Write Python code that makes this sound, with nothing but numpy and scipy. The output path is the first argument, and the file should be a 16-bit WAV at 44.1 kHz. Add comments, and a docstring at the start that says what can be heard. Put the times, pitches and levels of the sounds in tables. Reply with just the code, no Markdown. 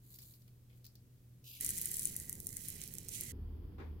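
"""Small hard beads pour off a thin plastic tray into a tub of beads, close up in a quiet room.
Their tiny collisions make a dense, bright rattle with sharp single clicks and pings from the tub's wall,
until a last clump slides off. Leading in, the tray rustles, taps and scrapes along an edge.
Underneath, the room's hum switches abruptly as the pour starts and stops dead.
Low handling thuds and a dull bump close the scene."""
import sys
import numpy as np
from scipy import signal
from scipy.fft import rfft, irfft, next_fast_len
from scipy.io import wavfile
from scipy.ndimage import map_coordinates

SR = 44100
rng = np.random.default_rng(int(sys.argv[2]) if len(sys.argv) > 2 else 0)


def transcribe(signal):
    """Save signal, clipped to [-1, 1], as a 16-bit WAV file at the path in sys.argv[1]."""
    frames = np.atleast_2d(signal).T
    limited = np.clip(frames, -1, 1)
    pcm = np.round(limited * 32767).astype(np.int16)
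    wavfile.write(sys.argv[1], SR, pcm)


N = 176400

# Room tone before, during and after the pour, and the opening rumble: freq_hz, gain_db
AIR_BEFORE_EQ = [(100,-24.5),(170,-3),(300,-9.5),(500,-18),(750,-28.5),(1250,-36.5),(4000,-51.5),(8000,-52),(12000,-29),(15800,-31.5)]
AIR_DURING_EQ = [(25, -6), (45, -10), (85, 0.5), (170, -1.5), (260, -8.5), (420, -13.5), (650, -27.5),
                 (1200, -36), (4000, -45), (15000, -45)]
AIR_AFTER_EQ = [(20,-24),(45,-5.5),(90,-8.5),(150,-15.5),(300,-20.5),(430,-23.5),(600,-40.5),(1000,-39),(1500,-46.5),(2300,-51),(2700,-51.5),(3200,-48),(4000,-57.5),(4800,-52),(6000,-63.5),(8500,-67),(12000,-53),(15800,-54)]
RUMBLE_EQ = [(22, -10), (46, -5.5), (75, -2), (130, -2), (200, -21), (400, -35.5)]
# Likeness of left and right in the room tone: freq_hz, correlation
AIR_CORRELATION = [(60,0.98),(250,0.81),(400,0.76),(700,0.27),(1500,0.12),(8000,0.042)]
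# Appliance hum: pitch_hz, before_db, during_db, after_db
HUM_TONES = [(41.94,-78.5,-66.5,-55.5),(77,-89,-67.5,-48.5),(120.8,-61.5,-66.5,-75)]
# Level ride on the hum: time_s, gain_db
HUM_RIDE = [(3.3,-1),(3.42,1),(3.6,3),(3.66,-7.5),(3.82,-3),(3.92,-1.5)]

# Handling thuds, dull bumps and light tray taps: start_s, level_db
THUD_CUES = [(3.326,-45),(3.385,-49),(3.795,-47.5)]
BUMP_CUES = [(3.783,-43.5),(3.8,-45)]
TAP_CUES = [(.141,-45),(.154,-47),(.187,-38.5),(.228,-45),(.338,-46.5),(.419,-54),(.478,-55.5),(.844,-45.5),(.852,-41.5),(.865,-41.5),(.954,-45.5)]
# Tone of those blows and of the tray's shiver after a tap: freq_hz, gain_db
THUD_EQ = [(40, 0), (90, -1.5), (320, -1.5), (450, -2), (620, -29), (2000, -54)]
BUMP_EQ = [(80,-4),(240,10),(450,9.5),(620,-1),(900,6),(1150,0.5),(1500,-0.5),(2450,-4.5),(2950,-14),(3500,-11),(10000,-38)]
TAP_EQ = [(800,-28),(2200,-10),(3200,-7.5),(4400,4.5),(5400,-1.5),(7500,-6),(11000,-6),(15500,7),(16300,-31)]
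SHIVER_EQ = [(2000,-20.5),(3500,-16.5),(4400,0),(5300,-1),(6300,-10),(9000,-26),(15000,-30)]
# Rubs and soft brushes on the tray: start_s, length_s, rise_s, t60_s, level_db
RUB_CUES = [(.01,0.16,0.13,0.075,-58.5),(.187,0.1,0.0041,0.58,-60),(.75,0.025,0.009,.12,-72.5),(.84,0.062,.0033,.26,-77)]
BRUSH_CUES = [(.186,0.011,0.0037,0.17,-72),(.477,0.0046,.002,0.069,-70),(.69,0.026,0.012,0.48,-75)]
# Tone of the friction on the tray: freq_hz, gain_db
RUB_EQ = [(1000,-20.5),(2200,-20),(3000,-14),(4200,-1.5),(5500,-14),(7100,0),(8600,-7),(12500,4),(15600,-1),(16300,-30)]
BRUSH_EQ = [(500,-7),(1200,-10),(2300,1),(3500,-3.5),(6000,-18),(12000,-16)]
SCRAPE_EQ = [(1500,-31.5),(2050,-25.5),(2500,0),(3600,0.5),(4800,0),(5500,-5),(6100,-4),(9500,-9),(12000,3),(14000,-2),(15800,-2.5),(16500,-28)]

# Envelopes of the tray scrape, tub pings, rolling beads, last clump and trickle: time_s, level_db
SCRAPE_ENV = [(1.437,-110),(1.441,-60),(1.46,-59),(1.485,-54),(1.565,-54),(1.6,-59),(1.61,-110)]
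PING_ENV = [(1.6,-64),(1.8,-62),(2.1,-67.5),(2.27,-66.5),(2.37,-68),(2.44,-80),(2.5,-68.5),(2.75,-72.5),(2.88,-68.5),(3.08,-78.5),(3.19,-65),(3.32,-64)]
ROLL_ENV = [(1.6,-55.5),(1.85,-59.5),(2.1,-60.5),(2.3,-70.5),(2.44,-76.5),(2.52,-72.5),(2.68,-58),(2.76,-62),(2.82,-58),(2.9,-63.5),(3.05,-64.5),(3.2,-63),(3.32,-63.5)]
CLUMP_ENV = [(3.085,-100),(3.11,-51.5),(3.15,-44),(3.19,-51.5),(3.32,-53)]
TRICKLE_ENV = [(1.6,-45.5),(1.7,-44.5),(1.76,-45.5),(1.85,-44.5),(1.95,-44.5),(2.07,-46.5),(2.11,-49),(2.22,-51),(2.26,-55.5),(2.43,-58.5),(2.56,-54),(2.67,-50),(2.72,-53.5),(2.81,-54.5),(2.87,-57),(2.97,-58.5),(3.08,-61.5),(3.15,-52),(3.32,-56)]
# Tone of beads rolling, sliding, cracking and trickling: freq_hz, gain_db
ROLL_EQ = [(600,-37.5),(1150,-20.5),(1650,-11.5),(1950,-8),(2300,0.5),(2800,-4),(3600,-1),(6000,-1),(12000,-12)]
CLUMP_EQ = [(1200,-41),(1700,-26),(2100,-13.5),(4500,-8.5),(6000,-5.5),(8000,-0.5),(11500,-2),(14000,-10),(17500,-14)]
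CLICK_EQ = [(1000,-30.5),(2500,-17),(4700,-9),(6500,-1),(9000,2),(15500,-1),(16800,-23.5)]
TRICKLE_EQ = [(1000, -54.5), (2500, -37), (4000, -15), (5500, -13), (7000, -4), (9000, -1), (12000, -1.5),
              (14000, -2), (15700, -6), (16500, -36)]
# Resonances of the tub's wall: pitch_hz, gain_db, t60_s
TUB_MODES = [(1618,-13,0.083),(1900,-1,0.042),(1994,0.5,0.049),(2146,-2.5,0.022)]
# Single beads striking plastic: start_s, level_db, ring_hz, pan_db
CLICK_CUES = [(1.61,-30,10700,-1),(1.6477,-31,9150,11),(1.6636,-30.5,8900,4),(1.6917,-29.5,9300,7),(1.706,-31,9600,7),(1.7754,-36.5,10000,6.5),(1.78,-35,9100,6),(1.786,-34,10200,1),(1.815,-31,12500,2.5),(1.823,-36.5,11500,-3.5),(1.8575,-29,10300,4.5),(1.9158,-32.5,10850,2),(1.9415,-34.5,9000,6.5),(1.9689,-33,10510,8.5),(1.9952,-31.5,9310,5),(2.032,-36.5,10350,1),(2.0388,-41.5,10500,-7.5),(2.0552,-25,9130,7),(2.073,-34.5,8530,3),(2.1653,-30.5,10820,3.5),(2.2007,-38,8900,0),(2.296,-32.5,11860,-3.5),(2.3286,-34.5,9500,1.5),(2.3542,-45,8500,2.5),(2.4025,-38.5,14300,1.5),(2.4697,-31.5,9700,5),(2.4913,-45,11000,-11.5),(2.5055,-48,10100,-5),(2.5293,-44,9000,-8.5),(2.5688,-34.5,8500,7),(2.6854,-34.5,10400,5.5),(2.703,-38,12000,-3),(2.8168,-41,7850,-8.5),(2.8384,-39.5,8900,-7.5),(2.8776,-43,13200,-7.5),(2.9393,-41,11400,-9.5),(2.953,-43,8050,-5),(2.9847,-36.5,7540,-3.5),(3.0861,-40,7950,-12),(3.0912,-40.5,7800,-8),(3.2101,-32,10600,1.5),(3.2365,-39,9100,-7.5)]
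# The stream stays right of centre: time_s, pan_db
TRICKLE_PAN = [(1.6, -7.5), (2.1, -3.5), (2.5, -9), (3.3, -8)]

POUR_START_S, POUR_END_S = 1.603, 3.321


def amp(db):
    """Decibels to gain."""
    return 10 ** (np.asarray(db) / 20)


def unit(x):
    """Scale to rms 1."""
    return x / np.sqrt(np.mean(x ** 2) + 1e-20)


def clock():
    """Time of each sample in seconds."""
    return np.arange(N) / SR


def curve(rows):
    """Automation: (time_s, value) rows to one value per sample."""
    return np.interp(clock(), *np.transpose(rows))


def along(points, hz):
    """Read (freq_hz, value) points on a log frequency axis."""
    freqs, values = np.transpose(points)
    return np.interp(np.log(hz + 1), np.log(freqs + 1), values)


def wobble(rate):
    """A smooth random drift, rate knots a second."""
    return map_coordinates(rng.standard_normal(int(N * rate / SR) + 4), [clock() * rate])


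def panned(db):
    """Left and right gains; positive db leans left."""
    return amp(np.array([db, -db]).reshape(2, -1) / 2)


def coloured(x, eq):
    """Minimum-phase EQ, so attacks stay sharp."""
    n = x.shape[-1]
    size = 2 * next_fast_len(n // 2 + 2048)
    gain = amp(along(eq, np.fft.rfftfreq(size, 1 / SR)))
    cepstrum = irfft(np.log(gain))
    cepstrum[1:size // 2] *= 2
    cepstrum[size // 2 + 1:] = 0
    return irfft(rfft(x, size) * np.exp(rfft(cepstrum)), size)[..., :n]


def fade(t, t60):
    """Exponential decay, 60 dB down after t60 seconds."""
    return np.exp(-np.log(1000) * t / t60)


def burst(t60, size):
    """Dying stereo noise."""
    return rng.standard_normal((2, size)) * fade(np.arange(size) / SR, t60)


def add(out, start_s, x):
    """Mix x into out at start_s."""
    i = max(0, round(start_s * SR))
    out[..., i:i + x.shape[-1]] += x[..., :max(0, N - i)]


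def gate(start, end):
    """Open between two times, with 4 ms ramps."""
    return np.interp(clock(), [start - .002, start + .002, end - .002, end + .002], [0, 1, 1, 0])


def impulses(rate, spread_db):
    """Random hits of uneven strength, about rate a second."""
    return (rng.random(N) < rate / SR) * amp(spread_db * np.clip(rng.standard_normal(N), -2, 2))


def patter(eq, rate, spread_db, t60, spots):
    """Tiny contacts at several spots, each spot with its own short ring; rms 1."""
    out = np.zeros((2, N))
    for _ in range(spots):
        hits = impulses(rate / spots, spread_db)
        ring = burst(t60, size=1024)
        ring = ring + 0.055 * ring[::-1]  # slight bleed between the ears
        out += signal.oaconvolve(hits[None], ring, axes=1)[:, :N]
    return unit(coloured(out, eq))


def sliding(eq, envelope, rate, spread_db, t60, sag=0.07):
    """Patter whose resonances sink, crossfading through a high, a middle and a low tone."""
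    travel = np.interp(clock(), [envelope[0][0], envelope[-1][0]], [-1, 1])
    out = np.zeros((2, N))
    for step in (-1, 0, 1):
        shifted = [(hz * (1 - sag * step), db) for hz, db in eq]
        crossfade = np.sqrt(np.clip(1 - np.abs(travel - step), 0, 1))
        out += crossfade * patter(shifted, rate, spread_db, t60, spots=2)
    return out * amp(curve(envelope))


def strokes(cues):
    """Rise, hold and release of each rubbing stroke."""
    t, envelope = clock(), np.zeros(N)
    for start, length, rise, t60, db in cues:
        attack = np.clip((t - start) / rise, 0, 1)
        release = fade(np.maximum(t - start - length, 0), t60)
        envelope += amp(db) * attack * release
    return envelope


def knocks(cues, eq, t60):
    """Soft blows: coloured noise that dies away."""
    out = np.zeros((2, N))
    for start, db in cues:
        blow = coloured(burst(t60, size=16384), eq)
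        add(out, start, amp(db) * blow / np.abs(blow).max())
    return out


def air(eq):
    """Room noise of rms 1, centred in the bass and wide on top."""
    width = np.arccos(along(AIR_CORRELATION, np.fft.rfftfreq(N, 1 / SR))) / 2
    mid, side = irfft(rfft(rng.standard_normal((2, N))) * [np.cos(width), np.sin(width)], N)
    return unit(coloured(np.array([mid + side, mid - side]), eq))


def room_tone():
    """Air and wavering appliance hum, switching abruptly at both ends of the pour."""
    before, during, after = gate(-1, POUR_START_S), gate(POUR_START_S, POUR_END_S), gate(POUR_END_S, 10)
    bed = before * (amp(-71) * air(AIR_BEFORE_EQ) + amp(-65) * air(RUMBLE_EQ))
    bed += during * amp(-56 + 0.9 * wobble(8.05)) * air(AIR_DURING_EQ)
    bed += after * amp(-50.5) * air(AIR_AFTER_EQ)
    for hz, before_db, during_db, after_db in HUM_TONES:
        level = before * amp(before_db) + during * amp(during_db) + after * amp(after_db)
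        waver = amp(curve(HUM_RIDE) + 0.624 * wobble(6.2))
        bed += np.sqrt(2) * level * waver * np.sin(2 * np.pi * hz * clock() + 0.22 * wobble(5))
    return bed


def room_reverb(x, delay_s=0.0043, wall_db=-20.5, tail_db=-18.5):
    """Adds one near reflection and a short, faint tail."""
    tail = burst(t60=0.13, size=16384)
    response = amp(tail_db) * tail / np.linalg.norm(tail[0])
    out = x.copy()
    add(out, delay_s, amp(wall_db) * x + signal.fftconvolve(x, response, axes=1)[:, :N])
    return out


def thuds_and_bump():
    """Low handling thuds in the centre and a dull bump a little to the left."""
    thuds = knocks(THUD_CUES, THUD_EQ, t60=0.19)[0]
    return thuds + knocks(BUMP_CUES, BUMP_EQ, t60=0.35) * panned(db=2.5)


def tray_handling():
    """The thin tray is rubbed, brushed and tapped, and shivers on after each tap."""
    rub = patter(RUB_EQ, rate=2200, spread_db=7, t60=0.017, spots=4) * strokes(RUB_CUES)
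    brush = patter(BRUSH_EQ, rate=2100, spread_db=4, t60=0.011, spots=2) * strokes(BRUSH_CUES)
    taps = amp(-2) * knocks(TAP_CUES, TAP_EQ, t60=0.027)
    shivers = amp(-15.5) * knocks(TAP_CUES, SHIVER_EQ, t60=0.18)
    return rub * panned(db=0.5) + brush + (taps + shivers) * panned(db=1)


def tray_scrape():
    """The tray's ribs catch and scrape along an edge; the resonances sink as it moves."""
    return sliding(SCRAPE_EQ, SCRAPE_ENV, rate=2700, spread_db=4, t60=0.013)


def tub_pings():
    """Landing beads ping the tub's wall, each ringing its modes differently."""
    out, t = np.zeros((2, N)), np.arange(4096) / SR
    hits = impulses(rate=220, spread_db=1)
    for hz, db, t60 in TUB_MODES:
        mode = amp(db) * np.sin(2 * np.pi * hz * t) * fade(t, t60)
        out += signal.oaconvolve(hits * rng.standard_normal((2, N)), mode[None], axes=1)[:, :N]
    return unit(out) * amp(curve(PING_ENV))


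def bead_clicks(ring_octaves=0.51, span_s=0.0023, right_lead_s=0.00032):
    """Hard single strikes: a sharp pulse with a broad ring and brief scatter, right ear first."""
    out, freqs = np.zeros((2, N)), np.geomspace(500, SR / 2, 80)
    for start, db, ring_hz, pan_db in CLICK_CUES:
        ring_db = 9.5 + 0.68 * (db + 35)  # harder strikes ring more
        bell = np.exp(-(np.log2(freqs / ring_hz) / ring_octaves) ** 2)
        eq = np.column_stack([freqs, along(CLICK_EQ, freqs) + ring_db * bell])
        strike = 0.2 * burst(t60=0.0045, size=1024) + 0.033 * burst(t60=0.039, size=1024)
        strike[:, 0] = 1  # the bare crack
        click = coloured(strike, eq)
        span_rms = np.linalg.norm(click, axis=1, keepdims=True) / np.sqrt(span_s * SR)
        left, right = click / span_rms * amp(db - 0.5) * panned(pan_db)
        add(out[0], start, left)
        add(out[1], start - right_lead_s, right)
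    return out


def bead_pour():
    """Beads patter and bounce into the tub while others roll on the tray; a last clump slides off."""
    rattle = amp(-0.15) * patter(TRICKLE_EQ, rate=1800, spread_db=4.8, t60=0.01, spots=6)
    bounces = amp(-7) * patter(CLICK_EQ, rate=130, spread_db=1, t60=0.002, spots=8)
    trickle = (rattle + bounces) * amp(curve(TRICKLE_ENV))
    roll = patter(ROLL_EQ, rate=2000, spread_db=6, t60=0.0096, spots=4) * amp(curve(ROLL_ENV))
    clump = sliding(CLUMP_EQ, CLUMP_ENV, rate=4800, spread_db=7, t60=0.0066)
    stream = (trickle + clump) * panned(curve(TRICKLE_PAN))
    return (stream + roll * panned(db=-7) + tub_pings()) * gate(POUR_START_S, POUR_END_S)


def scene():
    """Beads and tray stop dead, reverb and all, leaving thuds and a bump over the room tone."""
    close_up = bead_clicks() + tray_handling() + tray_scrape() + bead_pour()
    return room_reverb(close_up) * gate(-1, POUR_END_S) + thuds_and_bump() + room_tone()


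def record(dry, top_hz=16100):
    """A brick-wall low-pass on the whole mix."""
    size = next_fast_len(N + SR // 2)
    passband = np.fft.rfftfreq(size, 1 / SR) < top_hz
    return irfft(rfft(dry, size) * passband, size)[:, :N]


dry = scene()
out = record(dry)
transcribe(out)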